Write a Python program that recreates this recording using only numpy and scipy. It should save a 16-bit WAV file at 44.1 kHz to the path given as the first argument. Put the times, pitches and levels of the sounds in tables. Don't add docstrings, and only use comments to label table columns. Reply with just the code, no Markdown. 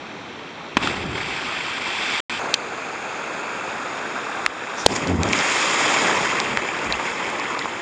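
import sys
import numpy as np
from scipy import signal
from scipy.fft import rfft, irfft
from scipy.io import wavfile
from scipy.ndimage import uniform_filter1d

SR = 44100
rng = np.random.default_rng(int(sys.argv[2]) if len(sys.argv) > 2 else 0)


def volts_from_db(level):
    exponent = np.asarray(level, float) / 20
    return 10 ** exponent


def log_audio(samples):
    frames = np.atleast_2d(samples).T
    limited = np.clip(frames, -1, 1)
    pcm = np.round(limited * 32767).astype(np.int16)
    wavfile.write(sys.argv[1], SR, pcm)


N = 344458

SPLASH_S, VIEW_CHANGE_S, PLUNGE_S = 0.77, 2.3935, 4.862
DROPOUT_START_S, DROPOUT_END_S = 2.2043, 2.2960
BELOW_DB_PER_OCTAVE, ABOVE_DB_PER_OCTAVE = 4.5, 5.5

# low_hz, high_hz
LAYER_BANDS = [(30, 250), (250, 1500), (1500, 3600), (3600, 9500)]
# rumble_db, body_db, rush_db, spray_db
RIVER_LEVELS = [
    (-46, -36.5, -40, -48),
    (-44, -30, -32.5, -41),
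]
# frequency_hz, level_db
FAR_RIVER_COLOUR = [(40, -15), (90, 19.5), (300, 19), (700, 4), (1900, -18), (2500, -20), (3300, -19.5),
                    (4100, -23), (4900, -30.5), (5700, -25.5), (6800, -34), (7400, -31.5), (8500, -41)]
# frequency_hz, level_db
FALLING_SPRAY_COLOUR = [(90, -2.5), (350, -0.5), (560, -9), (1500, -6), (1850, -7), (2300, -2), (3400, -5),
                        (4050, -14), (4800, -12), (5400, -16.5), (6700, -22.5), (7450, -15), (8500, -23),
                        (9300, -29.5)]
# frequency_hz, level_db
POOL_COLOUR = [(40, -33), (150, -2), (350, 8), (600, 9), (1000, -1), (1500, -1), (1900, -6), (2600, -8),
               (3100, -15), (3700, -8), (4300, -12.5), (5500, -12.5), (6900, -6), (8500, -15.5)]
# frequency_hz, level_db
FOAM_COLOUR = [(40, -11), (150, -1.5), (350, -2.5), (700, -11), (1050, -3.5), (1600, -2), (2200, 5),
               (2700, 1.5), (3300, -4.5), (4300, -18.5), (5000, -14), (6050, -24), (6900, -13.5),
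               (8500, -25.5)]
# time_s, share_of_direct, delay_ms
WATER_ECHO = [(2.39, 0, .53), (2.4, .3, .53), (3.0, .35, .52), (3.8, .35, .5), (4.4, .35, .475),
              (4.85, .35, .48), (4.87, 0, .48)]
# time_s, restlessness (factor on the flicker in dB)
RESTLESSNESS = [(.75, .3), (.8, 1.1), (2.5, .8), (2.6, .4), (4.7, .4), (4.9, 1.2), (5.4, .8), (6.3, .9),
                (7.0, 1.2)]
# time_s, strength_db
RAIN_STRENGTH = [(.77, -42), (.83, -26.5), (.9, -29), (1.07, -36.5), (1.18, -30), (1.35, -30), (1.8, -29.5),
                 (2.15, -25.5), (2.39, -29.5)]
# time_s, strength_db
BOIL_STRENGTH = [(5.2, -35.5), (5.36, -24.5), (5.55, -22.5), (5.97, -23), (6.33, -26.5), (6.63, -32),
                 (6.75, -32), (7.5, -34), (7.81, -45.5)]
# level_db at strength -30 dB, slope_db_per_db
RAIN_LAYER_LAW = [
    (-53.5, 0.5),
    (-34.5, 0.8),
    (-29.5, 1.1),
    (-38, 1.35),
]
# level_db at strength -30 dB, slope_db_per_db
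BOIL_LAYER_LAW = [
    (-69, .6),
    (-31.5, 0.96),
    (-30.5, 1.14),
    (-39, 1.72),
]
# peak_s, level_db, centre_hz, rise_s, fall_s (both per 20 dB)
WATER_SURGES = [(.83, -23.5, 350, .09, .5), (1.07, -24, 250, 0.32, 0.37), (1.18, -27, 700, 0.066, -0.4),
                (2.46, -30, 800, .2, 0.4), (4.81, -38, 5000, .15, 0.6), (4.925, -33, 4500, 0.12, 0.3),
                (4.93, -19.5, 394, .09, 0.13), (4.97, -33.5, 60, .1, -1.5),
                (4.965, -19.5, 3500, 0.02, -0.77), (5.11, -17.5, 298, 0.11, 0.06),
                (5.04, -26.5, 400, 0.09, 1), (5.27, -16.5, 398, 0.15, 0.22), (5.4, -37, 90, 0.36, -1.1),
                (5.9, -39, 110, .7, -5.5), (6.05, -23.5, 700, 0.57, 1.1), (6.3, -37.5, 130, 0.81, 0),
                (6.55, -25, 300, .2, -2), (6.9, -28, 350, 0.13, -1.2), (7.07, -34.5, 3000, 0.17, 0.3),
                (7.2, -42.5, 110, 0.29, -3)]
# start_s, depth_db, recovery_s
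RIVER_DUCKS = [
    (2.548, 3, 0.65),
    (4.468, 5, 0.23),
    (4.868, 6.5, 0.019),
    (5.1, 14, 0.42),
]
# start_s, crack_db, push_db, hold_s, t60_s
BODY_SLAPS = [
    (0.7689, -6, -7.5, 0.0014, 0.027),
    (4.862, -1, 3, 0.0029, 0.0063),
]
# crack_hz, crack_width_hz, push_hz, sag_per_s, push_t60_s
SLAP_TONES = [
    (1500, 1770, 360, 50, 0.025),
    (3280, 6200, 830, 115, 0.01),
]
# start_s, peak_db, pitch_hz, width_share of pitch, t60_s
HOUSING_DROPS = [(.843, -15, 295, 0.83, .03), (0.8739, -4.5, 1500, 1, 0.014), (1.364, -14, 2360, .41, .012),
                 (2.5408, 4, 4090, 0.7, 0.014), (4.463, 3, 1610, 0.32, 0.0057),
                 (4.963, -16, 6800, .22, .017), (5.073, -14.5, 5100, 0.18, .009),
                 (5.233, -2, 4600, 0.4, 0.0046), (5.233, -8, 2310, .4, .004),
                 (5.289, -12.5, 5000, .4, .005), (5.328, -10, 5800, 0.23, 0.0057),
                 (5.3324, -0.5, 2250, 0.15, 0.0063), (5.365, -14, 5560, .34, .005),
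                 (5.39, -8.5, 4900, .4, .005), (6.4015, -1, 3800, 0.91, .003), (6.573, 1, 1500, 1.5, .004),
                 (6.79, -23, 4870, .2, .008), (6.845, -21, 5660, .2, .01), (6.9242, -5, 4000, 0.22, 0.012),
                 (7.3017, -16, 7300, .5, .008), (7.398, -18, 5040, .23, .008),
                 (7.592, -9, 3380, 0.65, 0.0055), (7.6235, -18, 3200, 0.18, .012),
                 (7.646, -25, 3500, 0.25, .012)]
# start_s, peak_db, pitch_hz, t60_s
LARGE_BUBBLES = [(1.179, -16.5, 2130, 0.03), (2.441, -26, 800, 0.03), (2.473, -13.5, 835, 0.027),
                 (6.133, -20, 2080, 0.03), (6.33, -12.5, 1280, 0.026), (6.688, -9.5, 2260, 0.012),
                 (6.94, -11, 2600, 0.019), (7.074, -19, 2080, 0.036), (7.092, -27, 1200, 0.023),
                 (7.255, -17, 2160, 0.024), (7.398, -14, 1030, 0.03), (7.455, -16, 2070, 0.023),
                 (7.549, -13, 1113, 0.035), (7.614, -16, 1890, 0.041), (7.657, -1, 990, 0.0051)]
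# middle_s, level_db, centre_hz, width_hz, length_s
GUSTS = [
    (4.805, -34, 5700, 1600, .1),
    (4.92, -34, 5000, 1200, .05),
    (5.58, -32, 3970, 800, .08),
    (5.14, -24.5, 230, 300, .13),
    (5.2, -24, 210, 250, .07),
    (6.92, -36.5, 55, 50, .25),
    (6.58, -36.5, 60, 60, .08),
    (4.47, -43, 40, 40, .1),
]
# time_s, level_db, pulse_hz
CAVITY_PULSING = [(5.07, -44, 93), (5.095, -16, 91.7), (5.125, -17, 90.8), (5.155, -13.5, 95.4),
                  (5.172, -42.5, 92.7), (5.19, -12.5, 87), (5.211, -14.5, 84), (5.24, -26, 99.4),
                  (5.31, -27, 100)]
# centre_hz, width_hz
PORT_NOTCHES = [(2893, 200), (7880, 300), (8080, 520)]
# frequency_hz, level_db
FREQUENCY_RANGE = [(20, -21.5), (50, -7), (90, -1.5), (8600, -1.5), (9300, -11.5), (9700, -24.5),
                   (10000, -37), (10500, -88.5)]


def evened(x):
    return x / np.sqrt(np.mean(x ** 2) + 1e-20)


def read(points, hz):
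    f, value = np.transpose(points)
    return np.interp(np.log(hz + 1), np.log(f + 1), value)


def add(mix, start_s, sound):
    part = mix[round(start_s * SR):][:len(sound)]
    part += sound[:len(part)]


def ring(x, hz, width_hz):
    ratio = 1 + width_hz / (2 * hz)
    band = [hz / ratio, min(hz * ratio, SR / 2.2)]
    return signal.lfilter(*signal.butter(1, band, "band", fs=SR), x)


def bubbles(per_s, lo_hz, hi_hz, cycles, spread_db, sizes=24):
    out = np.zeros(N)
    for hz in np.geomspace(lo_hz, hi_hz, sizes):
        turns = np.arange(0, 3 * cycles, hz / SR)
        envelope = np.exp(-2 * turns / cycles) * np.minimum(turns, 1)
        chirp = np.sin(2 * np.pi * turns * (1 + 0.0239 * turns)) * envelope
        count = int(np.clip(per_s * N / SR / sizes, 1, 400))
        place, rarity = rng.random((400, 2))[:count].T
        train = np.zeros(N)
        train[(place * N).astype(int)] = volts_from_db(-spread_db * np.log(rarity + 0.013))
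        out += signal.oaconvolve(train, chirp / np.linalg.norm(chirp))[:N]
    return evened(out)


def layers_db(t, centres_hz):
    near = t > VIEW_CHANGE_S
    duck_db = 0
    for s, depth_db, recovery_s in RIVER_DUCKS:
        duck_db = duck_db + depth_db * (t > s) * np.exp(-np.maximum(t - s, 0) / max(recovery_s, 0.005))
    power = volts_from_db(np.transpose(RIVER_LEVELS)[:, near.astype(int)] - duck_db) ** 2

    for curve, law in ((RAIN_STRENGTH, RAIN_LAYER_LAW), (BOIL_STRENGTH, BOIL_LAYER_LAW)):
        s, strength_db = np.transpose(curve)
        base_db, slope = np.transpose(law)[:, :, None]
        sounding = (t > s[0]) & (near == (s[0] > VIEW_CHANGE_S))
        power = power + sounding * volts_from_db(base_db + slope * (np.interp(t, s, strength_db) + 30)) ** 2

    for s, db, hz, rise_s, fall_s in WATER_SURGES:
        octaves = np.log2(centres_hz / hz)[:, None]
        tilt_db = np.minimum(BELOW_DB_PER_OCTAVE * octaves, -ABOVE_DB_PER_OCTAVE * octaves)
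        shape_db = 20 * np.minimum((t - s) / max(rise_s, 0.01), (s - t) / max(fall_s, 0.01))
        same_view = near == (s > VIEW_CHANGE_S)
        power = power + same_view * volts_from_db(db + tilt_db + shape_db) ** 2
    return 10 * np.log10(power)


def water():
    bubble_share = 0.15
    hiss = np.sqrt(1 - bubble_share) * rng.standard_normal(N)
    drive = hiss + np.sqrt(bubble_share) * bubbles(1200, 688, 8890, cycles=9.9, spread_db=0.64)
    hz, t, spectra = signal.stft(drive, SR, nperseg=512, noverlap=384)

    stage = (t > SPLASH_S).astype(int) + (t > VIEW_CHANGE_S) + (t > PLUNGE_S)
    stage_colours = (FAR_RIVER_COLOUR, FALLING_SPRAY_COLOUR, POOL_COLOUR, FOAM_COLOUR)
    colour = volts_from_db([read(points, hz) for points in stage_colours])[stage].T

    s, share, delay_ms = np.transpose(WATER_ECHO)
    delay_s = np.interp(t, s, delay_ms) / 1000
    echo = np.interp(t, s, share) * (hz[:, None] < 7000) * np.exp(-2j * np.pi * hz[:, None] * delay_s)
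    colour = colour * abs(1 - echo)

    centres = np.log([np.sqrt(lo * hi) for lo, hi in LAYER_BANDS])
    wanted_db = layers_db(t, np.exp(centres))
    blend = np.array([np.interp(np.log(hz + 1), centres, row) for row in np.eye(len(LAYER_BANDS))])
    inside = np.array([(hz > lo) & (hz <= hi) for lo, hi in LAYER_BANDS]) / len(hz)
    for _ in LAYER_BANDS:
        level_db = 10 * np.log10(inside @ colour ** 2)
        colour = colour * volts_from_db(blend.T @ (wanted_db - level_db))

    patches = uniform_filter1d(rng.standard_normal(spectra.shape), 8, 0)
    patches = evened(uniform_filter1d(patches, 12, 1))
    gusts = evened(uniform_filter1d(rng.standard_normal(len(t)), 3))
    restless = np.interp(t, *np.transpose(RESTLESSNESS))
    colour = colour * volts_from_db(restless * (0.8 * patches + 0.9 * gusts))
    return signal.istft(spectra * colour, SR, nperseg=512, noverlap=384)[1][:N]


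def slaps():
    out, t = np.zeros(N), np.arange(3000) / SR
    for slap, tone in zip(BODY_SLAPS, SLAP_TONES):
        s, crack_db, push_db, hold_s, crack_t60 = slap
        crack_hz, width_hz, push_hz, sag, push_t60 = tone
        crack = ring(rng.standard_normal(len(t)), crack_hz, width_hz)
        crack = evened(ring(crack, crack_hz, 2 * width_hz))
        sagging = -np.sin(2 * np.pi * push_hz * t / (1 + sag * t))
        heave = 0.34 * np.minimum(t / hold_s, 1)
        hollow = 1.35 * np.sin(2 * np.pi * 930 * t) * volts_from_db(-4000 * t)
        push = sagging + heave + hollow
        onset = np.minimum(t / 0.0003, 1)
        after_hold_s = np.maximum(t - hold_s, 0)
        crack_fade = onset * volts_from_db(-60 * after_hold_s / crack_t60)
        push_fade = onset * volts_from_db(-60 * after_hold_s / push_t60)
        add(out, s, crack_fade * volts_from_db(crack_db) * crack + push_fade * volts_from_db(push_db) * push)
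    return out


def drops():
    out, t = np.zeros(N), np.arange(1500) / SR
    rattles = rng.standard_normal((len(HOUSING_DROPS), len(t)))
    for (s, db, hz, width_share, t60), rattle in zip(HOUSING_DROPS, rattles):
        blow = 6 * (t == 0) + rattle * volts_from_db(-60 * t / max(t60, 0.001))
        own = evened(ring(ring(blow, hz, max(width_share, 0.02) * hz), hz, 2 * hz))
        plain = evened(ring(ring(blow, 2800, 4000), 3400, 7000))
        plain_share = 0.5 * volts_from_db(0.55 * db)
        tick = own - plain_share * plain
        add(out, s, volts_from_db(db) * tick / abs(tick).max())
    return out


def blips():
    out, t = np.zeros(N), np.arange(2500) / SR
    for s, db, hz, t60 in LARGE_BUBBLES:
        tone = np.sin(2 * np.pi * hz * t * (1 + 6 * t))
        onset = np.minimum(t / 0.00049, 1)
        add(out, s, volts_from_db(db - 60 * t / max(t60, 0.002)) * onset * tone)
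    return out


def puffs():
    out = np.zeros(N)
    noises = rng.standard_normal((len(GUSTS), SR // 2))
    for (s, db, hz, width_hz, length_s), noise in zip(GUSTS, noises):
        gust = evened(ring(ring(noise, hz, width_hz), hz, width_hz))
        gust = gust[-int(np.clip(length_s, 0.01, 0.4) * SR):]
        add(out, s - len(gust) / SR / 2, volts_from_db(db) * gust * np.hanning(len(gust)))
    return out


def cavity():
    s, db, hz = np.transpose(CAVITY_PULSING)
    t = np.arange(s[0], s[-1], 1 / SR)
    wobble = evened(uniform_filter1d(rng.standard_normal(len(t)), 500))
    turns = np.cumsum(np.interp(t, s, hz) * (1 + 0.06 * wobble)) / SR
    pulses = np.zeros(len(t))
    for k, partial_db in enumerate([4.0, 0.0, -4.0, -7.5, -17]):
        pulses += volts_from_db(partial_db) * np.cos(2 * np.pi * (k + 1) * turns + k)
    envelope = volts_from_db(np.interp(t, s, db) - 4.5) * signal.windows.tukey(len(t), 0.2)
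    out = np.zeros(N)
    add(out, s[0], envelope * evened(pulses))
    return out


def scene():
    return (water() + slaps() + drops() + blips() + cavity() + puffs())[None]


def top_cut(x):
    return signal.sosfilt(signal.butter(12, 16500, fs=SR, output="sos"), x)


def record(dry):
    x, hz, t = dry, np.fft.rfftfreq(N, 1 / SR), np.arange(N) / SR
    for notch_hz, width_hz in PORT_NOTCHES:
        x = signal.lfilter(*signal.iirnotch(notch_hz, notch_hz / width_hz, SR), x)
    x = irfft(rfft(x) * volts_from_db(read(FREQUENCY_RANGE, hz)), N)

    power_db = 10 * np.log10(signal.lfilter(np.ones(90) / 90, 1, x[0] ** 2) + 1e-12)
    fall_db = 600 * t
    over_db = np.maximum(np.maximum.accumulate(power_db + fall_db) - fall_db + 8, 0)
    late_db = np.concatenate([np.zeros(190), over_db[:-190]])
    x = x / volts_from_db(0.7 * uniform_filter1d(late_db, 60))
    x = x / (1 + (abs(x) / 0.88) ** 8) ** (1 / 8)

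    x = x * np.where(t < VIEW_CHANGE_S, 1, -1)
    treble = [(9500, 0), (10500, -9), (16000, -12), (16600, -60)]  # frequency_hz, level_db
    x = irfft(rfft(x) * volts_from_db(read(treble, hz)), N)
    outside_s = np.maximum(DROPOUT_START_S - t, t - DROPOUT_END_S)
    x = x * np.clip(outside_s / 0.0006, 0, 1)
    return top_cut(x)


dry = scene()
out = record(dry)
log_audio(out)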